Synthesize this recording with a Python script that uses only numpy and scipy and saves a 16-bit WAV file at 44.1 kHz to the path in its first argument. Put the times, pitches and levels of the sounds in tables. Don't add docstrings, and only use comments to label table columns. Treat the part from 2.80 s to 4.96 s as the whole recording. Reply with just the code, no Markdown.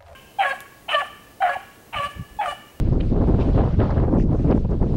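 import sys
import numpy as np
from scipy import signal
from scipy.fft import rfft, irfft
from scipy.io import wavfile
from scipy.ndimage import uniform_filter1d

SR = 44100
rng = np.random.default_rng(int(sys.argv[2]) if len(sys.argv) > 2 else 0)


def linear_from_db(decibels):
    return 10 ** (np.asarray(decibels, float) / 20)


def wrap_up_sound(samples):
    columns = np.atleast_2d(samples).T
    tamed = np.clip(columns, -1, 1)
    steps = np.round(tamed * 32767).astype(np.int16)
    wavfile.write(sys.argv[1], SR, steps)


N = 95256


def evened(x):
    return x / np.sqrt(np.mean(x ** 2) + 1e-20)


def on_hz(points, hz):
    f, value = np.transpose(points)
    return np.interp(np.log(hz + 1), np.log(f + 1), value)


def in_time(points):
    s, value = np.transpose(points)
    return np.interp(np.arange(N) / SR, s, value)


def smooth_chance(seconds):
    f = np.fft.rfftfreq(N, 1 / SR)
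    wander = rfft(rng.standard_normal(N)) * np.exp(-(f * seconds) ** 2)
    return evened(irfft(wander, N))


def bells(rows, gain):
    grid_s = np.arange(0, N / SR + .002, .001)
    peak_s, height_db, half_s = np.transpose(rows)[:, :, None]
    total = (gain(height_db) * np.exp(-((grid_s - peak_s) / half_s) ** 2)).sum(0)
    return np.interp(np.arange(N) / SR, grid_s, total)


def flips(rows, gain_db, cycles):
    out = np.zeros(N)
    phases = rng.uniform(0, 2 * np.pi, (len(rows), 1))
    for (onset_s, peak_db, pitch_hz), phase in zip(rows, phases):
        first = max(int((onset_s - 3 * cycles / pitch_hz) * SR), 0)
        last = min(int((onset_s + 5 * cycles / pitch_hz) * SR), N)
        at = np.arange(first, last)
        u = (at / SR - onset_s) * pitch_hz - cycles
        bell = np.exp(-.5 * (u / cycles) ** 2)
        out[at] += linear_from_db(peak_db + gain_db) * bell * np.cos(2 * np.pi * u + phase)
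    return out


# peak_s, strength_db, half_length_s
GUST_ROWS = [(0.022, -49, 0.089), (0.078, -39.5, 0.005), (0.127, -35, 0.0069), (0.155, -34.5, 0.014),
             (0.182, -47.5, 0.056), (0.225, -43, 0.024), (0.32, -40, 0.01), (0.345, -39.5, 0.015),
             (.44, -29.5, .006), (0.545, -32.5, .004), (0.691, -37, 0.0062), (0.783, -23, .006),
             (.885, -32.5, .005), (0.944, -36.5, 0.0045), (1.041, -29, 0.011), (1.204, -29, 0.0055),
             (1.395, -33.5, .005), (1.495, -38, 0.006), (1.601, -40, 0.0092), (1.654, -38.5, 0.0086),
             (1.717, -23, 0.013), (1.755, -34, 0.011), (1.902, -38.5, 0.0067), (2.064, -37, 0.0064),
             (0.37, -33, 0.024), (0.417, -31.5, 0.025), (0.485, -29.5, 0.0098), (0.512, -31.5, 0.045),
             (0.6, -25, 0.014), (0.664, -33, 0.054), (0.802, -23.5, 0.029), (0.866, -28, 0.021),
             (0.915, -37.5, 0.013), (1.016, -17, 0.015), (1.06, -25.5, 0.0094), (1.111, -26.5, 0.021),
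             (1.174, -25, 0.012), (1.233, -27.5, 0.029), (1.291, -31, 0.012), (1.349, -28.5, 0.025),
             (1.48, -48.5, 0.089), (1.539, -31.5, 0.026), (1.698, -31.5, 0.026), (1.778, -28, 0.0029),
             (1.852, -34, 0.006), (1.931, -32, 0.02), (2.03, -31, 0.014), (2.13, -38.5, 0.04)]
CALM_DB, GUST_REF_DB, GUST_DB_PER_SPEED_OCTAVE = -49, -35, 18
FLUTTER_OCT, FLUTTER_S = 0.14, 0.0038


def air_speed():
    power = linear_from_db(CALM_DB) ** 2 + bells(GUST_ROWS, lambda db: linear_from_db(2 * db))
    octaves = (10 * np.log10(power) - GUST_REF_DB) / GUST_DB_PER_SPEED_OCTAVE
    return 2 ** (octaves + FLUTTER_OCT * smooth_chance(FLUTTER_S))


# time_s, change_db
MID_PUSH = [(0, 5), (.15, -3.5), (.28, 0), (.4, 1), (.6, -3), (.72, 0.5), (.8, -2), (.9, -10), (.95, -3.5),
            (1.08, -6), (1.2, -6), (1.34, 0.5), (1.45, 1.5), (1.58, 1), (1.68, 4.5), (1.76, 3.5),
            (1.85, -3), (2.16, 1)]
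# peak_s, change_db, half_length_s
MID_BUNCHES = [(0.089, 7, 0.0054), (0.104, -4.5, 0.013), (0.137, 3.5, 0.022), (0.173, 4.5, 0.013),
               (0.232, 3, 0.0072), (0.272, 1, .02), (0.326, 3.5, 0.004), (0.371, 0, 0.027),
               (0.461, -8.5, .01), (0.496, 5.5, 0.0084), (0.544, 5, .01), (0.642, -4, 0.015),
               (0.694, 6.5, 0.0068), (0.72, -10, 0.017), (0.783, -1.5, 0.022), (0.916, -8, .015),
               (0.932, 9, 0.0045), (.965, 2, .012), (1.004, 4.5, 0.027), (1.101, -6, 0.018),
               (1.222, 6, 0.023), (1.257, -6, .012), (1.34, 2.5, 0.0021), (1.421, 4.5, 0.014),
               (1.461, 6.5, 0.0067), (1.477, -12, 0.0053), (1.546, 1, 0.019), (1.574, -16, 0.011),
               (1.6, 0.5, .006), (1.624, 5.5, .012), (1.651, -0.5, .008), (1.698, 1, 0.0075),
               (1.737, -19, .006), (1.751, 2, 0.0082), (1.797, -3.5, 0.025), (1.855, 6, 0.0041),
               (1.87, -1, 0.0088), (1.952, 3, .012), (1.991, 2, 0.01), (2.031, -3, 0.0072), (2.065, 4, .01),
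               (2.112, -4.5, 0.0081)]
THROB_DB, THROB_S = 0.47, 0.012


def mid_eddy_push():
    return in_time(MID_PUSH) + bells(MID_BUNCHES, np.array) + THROB_DB * smooth_chance(THROB_S)


# frequency_hz, density_db_per_hz
EDDY_SPECTRUM = [(15, -7.5), (40, 1.5), (130, -5.5), (300, -10.5), (450, -17.5), (900, -31.5),
                 (1800, -54.5), (4000, -74)]
# peak_s, change_db, half_length_s
BIG_HEAVES = [
    (.15, 3, 0.02),
    (.39, 2.5, 0.033),
    (.5, -3, .025),
    (.79, 4.5, 0.018),
    (1.09, -5, .02),
    (1.17, 7, 0.025),
    (1.42, 4, .03),
    (1.56, -5, .025),
    (1.91, -5.5, 0.036),
    (2.13, 4.5, 0.018),
]
BUFFET_DB = -18
PUSH_HZ, PUSH_OCT, HEAVE_HZ = 291.6, 1, 110
LUMP_DB, LUMP_CYCLES, LUMP_FROM_HZ = 3, 1.92, 100
EVEN_HZ, EVEN_SHARE, EVEN_CYCLES = 199, .7, 2


def buffet():
    speed, push, heave = air_speed(), mid_eddy_push(), bells(BIG_HEAVES, np.array)
    f, out = np.fft.rfftfreq(N, 1 / SR), np.zeros(N)
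    white = rfft(rng.standard_normal(N))
    for hz in 12 * 2 ** (np.arange(27) / 3):
        offset = np.clip(3 * np.log2((f + 1) / hz), -1, 1)
        band = irfft(white * np.cos(np.pi / 2 * offset) ** 2, N)
        reach = int(EVEN_CYCLES * SR / hz)
        swing = uniform_filter1d(uniform_filter1d(band ** 2, size=reach), size=reach)
        swing = abs(swing) / np.mean(band ** 2)
        band = band / (swing + 0.15) ** (EVEN_SHARE / 2 / (1 + (hz / EVEN_HZ) ** 2))
        level_db = on_hz(EDDY_SPECTRUM, hz / speed)
        lumps_db = LUMP_DB * hz / (hz + LUMP_FROM_HZ) * smooth_chance(LUMP_CYCLES / hz)
        push_db = push * np.exp(-(np.log2(hz / PUSH_HZ) / PUSH_OCT) ** 2)
        heave_db = heave / (1 + (hz / HEAVE_HZ) ** 2)
        out += band * linear_from_db(level_db + lumps_db + push_db + heave_db)
    return linear_from_db(BUFFET_DB) * evened(out)


# peak_s, peak_db, half_length_s
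EDGE_ROWS = [
    (0, -16, .005),
    (2.16, -20, .004),
]


def edge_pressure():
    return bells(EDGE_ROWS, linear_from_db)


# frequency_hz, density_db_per_hz
HEATHER_SPECTRUM = [(710, -29), (1200, 0.5), (1940, -6), (2640, -5), (2860, -4.5), (4300, -9), (10700, -29),
                    (13000, -51.5)]
# time_s, level_db, brightness_db_per_octave (above 3 kHz)
HEATHER_SWELL = [(0, -53.5, -2), (0.182, -57, 0.5), (.26, -54, 1), (0.358, -56.5, -2), (0.551, -53, -1),
                 (0.651, -50.5, -0.5), (.77, -49.5, -3), (0.951, -52.5, -3), (1.05, -48.5, -4),
                 (1.201, -53.5, -3.5), (1.28, -65.5, 6), (1.47, -66, 5), (1.582, -56.5, 3),
                 (1.658, -55.5, 0), (1.8, -59.5, 2), (1.87, -63.5, 2), (1.951, -61, 3), (2.16, -55.5, 1.5)]
PATCH_DB = 2


def heather():
    frames, hz = N // 64 + 5, np.fft.rfftfreq(256, 1 / SR)[:, None]
    real, imag, patches = rng.standard_normal((frames, 129, 3)).T
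    patches = uniform_filter1d(patches, size=8, axis=0)
    patches = evened(uniform_filter1d(patches, size=16, axis=1))
    s, level_db, bright = np.transpose(HEATHER_SWELL)
    octaves_up = np.log2(np.maximum(hz / 3000, 1))
    tilt_db = np.interp(np.arange(frames) * 64 / SR, s, bright) * octaves_up
    z = (real + 1j * imag) * linear_from_db(on_hz(HEATHER_SPECTRUM, hz) + PATCH_DB * patches + tilt_db)
    hiss = signal.istft(z, nperseg=256, noverlap=192)[1][:N]
    return evened(hiss) * linear_from_db(np.interp(np.arange(N) / SR, s, level_db))


# onset_s, peak_db, pitch_hz
THUMP_ROWS = [(0.018, -13, 135), (0.052, -11.5, 108), (0.114, -4, 122), (0.312, -17.5, 188),
              (0.479, -25, 132), (0.542, -6, 134.5), (0.753, -6, 114), (0.93, -9, 151), (0.982, -7, 102),
              (1.119, -14, 110), (1.209, -15, 103), (1.334, -6, 257), (1.38, -8.5, 205),
              (1.444, -13.5, 179), (1.489, -7.5, 126.5), (1.585, -11, 115), (1.648, -6.5, 157),
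              (1.677, -4.5, 230), (1.744, -2.5, 258), (1.844, -17, 104), (1.944, -13, 143),
              (2.053, -18, 105), (2.11, -15, 126)]


def thumps():
    return flips(THUMP_ROWS, gain_db=-7, cycles=.8)


# onset_s, peak_db
SNAP_ROWS = [(0.123, -28), (0.367, -28.5), (0.474, -16.5), (0.545, -20.5), (0.752, -30), (0.775, -26),
             (0.81, -26), (0.883, -25), (1.005, -22), (1.104, -23), (1.163, -14.5), (1.205, -23),
             (1.337, -13.5), (1.369, -15.5), (1.494, -19.5), (1.71, -17), (1.777, -23), (1.85, -23),
             (2.028, -12.5), (2.11, -29)]
SNAP_HZ = 920


def snaps():
    return flips([(s, db, SNAP_HZ) for s, db in SNAP_ROWS], gain_db=-13, cycles=1.0)


# onset_s, peak_db, pitch_hz
TICK_ROWS = [(0.2073, -31.5, 2540), (0.5846, -38, 1600), (0.6, -38.5, 1640), (0.7547, -39, 1840),
             (0.762, -39, 2960), (0.785, -35, 1680), (1.0016, -23, 1640), (1.0706, -31.5, 1630),
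             (1.1054, -26, 1760), (1.1805, -26, 1650), (1.2451, -37, 1870), (1.3432, -34, 1600),
             (1.3693, -37, 1640), (1.3992, -30.5, 1790), (1.408, -46, 2410), (1.425, -40, 1940),
             (1.4394, -44, 2700), (1.6756, -41, 1910), (1.699, -36, 1930), (1.713, -28, 1600),
             (1.7243, -33, 2610), (1.775, -48, 1600), (1.8923, -43, 1610), (2.0293, -33, 1790)]


def ticks():
    return flips(TICK_ROWS, gain_db=-3.5, cycles=1)


# peak_s, peak_db, centre_hz, length_s
RUSTLE_ROWS = [(.209, -39, 3020, 0.0037), (.48, -69.5, 8000, 0.0079), (.615, -45, 2720, 0.013),
               (.618, -56.5, 4430, 0.013), (.763, -55, 3200, 0.001), (.8, -50.5, 3020, 0.017),
               (1.004, -38, 3000, 0.00083), (1.107, -53.5, 4430, 0.0044), (1.35, -63.5, 9400, 0.0011),
               (1.399, -55.5, 2500, 0.018), (1.41, -58.5, 5430, 0.024), (1.426, -66.5, 3970, 0.00093),
               (1.712, -46, 3800, .002), (1.727, -46, 2490, 0.0044), (1.025, -53.5, 3440, 0.013),
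               (1.186, -48.5, 2200, .004), (1.78, -66, 5480, 0.035), (0.238, -59.5, 2860, 0.016),
               (.94, -48, 1670, 0.012), (1.41, -56.5, 2200, 0.011), (1.6, -57, 1800, 0.0088),
               (1.9, -62, 7060, 0.0011), (.208, -46.5, 1500, 0.0048), (1.7, -52.5, 2200, 0.022),
               (1.913, -57.5, 4570, 0.0046)]
RUSTLE_OCT, CRACKLE_DB, CRACKLE_S = 0.33, 1.1, 0.0066
SHORT_S, SHORT_WIDER = 0.00053, 0.22


def rustles():
    grit = rng.standard_normal(N) * linear_from_db(CRACKLE_DB * smooth_chance(CRACKLE_S))
    t, f, out = np.arange(N) / SR, np.fft.rfftfreq(N, 1 / SR), np.zeros(N)
    spectrum = rfft(grit)
    for peak_s, peak_db, centre_hz, length_s in RUSTLE_ROWS:
        width_oct = RUSTLE_OCT * (1 + SHORT_WIDER * np.exp(-length_s / SHORT_S))
        window = np.exp(-.5 * (np.log2((f + 1) / centre_hz) / width_oct) ** 2)
        band = evened(irfft(spectrum * window, N))
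        out += linear_from_db(peak_db) * band * np.exp(-.5 * ((t - peak_s) / length_s) ** 2)
    return out


# onset_s, peak_db, pitch_hz
HIGH_CLICK_ROWS = [
    (.766, -62, 12450),
    (1.235, -68.5, 12000),
    (1.75, -78, 13000),
]


def high_clicks():
    return flips(HIGH_CLICK_ROWS, gain_db=0, cycles=.3)


def scene():
    wind = buffet() + edge_pressure() + heather() + thumps() + snaps()
    return (wind + ticks() + rustles())[None]


CEILING_HZ, CEILING_HZ_PER_DB, CEILING_SLOPE_HZ = 11700, -150, 60


def moving_ceiling(x):
    hz, _, z = signal.stft(x, SR, nperseg=2048, noverlap=1536, boundary="even")
    low_db = 10 * np.log10(np.mean(abs(z[8:60]) ** 2, axis=0) + 1e-14)
    top_db = 10 * np.log10(np.mean(abs(z[350:500]) ** 2, axis=0) + 1e-14)
    masking_db = uniform_filter1d(low_db - top_db, size=3)
    ceiling_hz = CEILING_HZ + CEILING_HZ_PER_DB * (masking_db - np.mean(masking_db))
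    z = z / (1 + np.exp(np.clip((hz[:, None] - ceiling_hz) / CEILING_SLOPE_HZ, -30, 30)))
    return signal.istft(z, SR, nperseg=2048, noverlap=1536)[1][None, :N]


def roll_off(x):
    return signal.sosfilt(signal.butter(12, 15670, fs=SR, output="sos"), x)


def record(dry):
    rounded = np.tanh(dry[0])
    return roll_off(moving_ceiling(rounded) + high_clicks())


dry = scene()
out = record(dry)
wrap_up_sound(out)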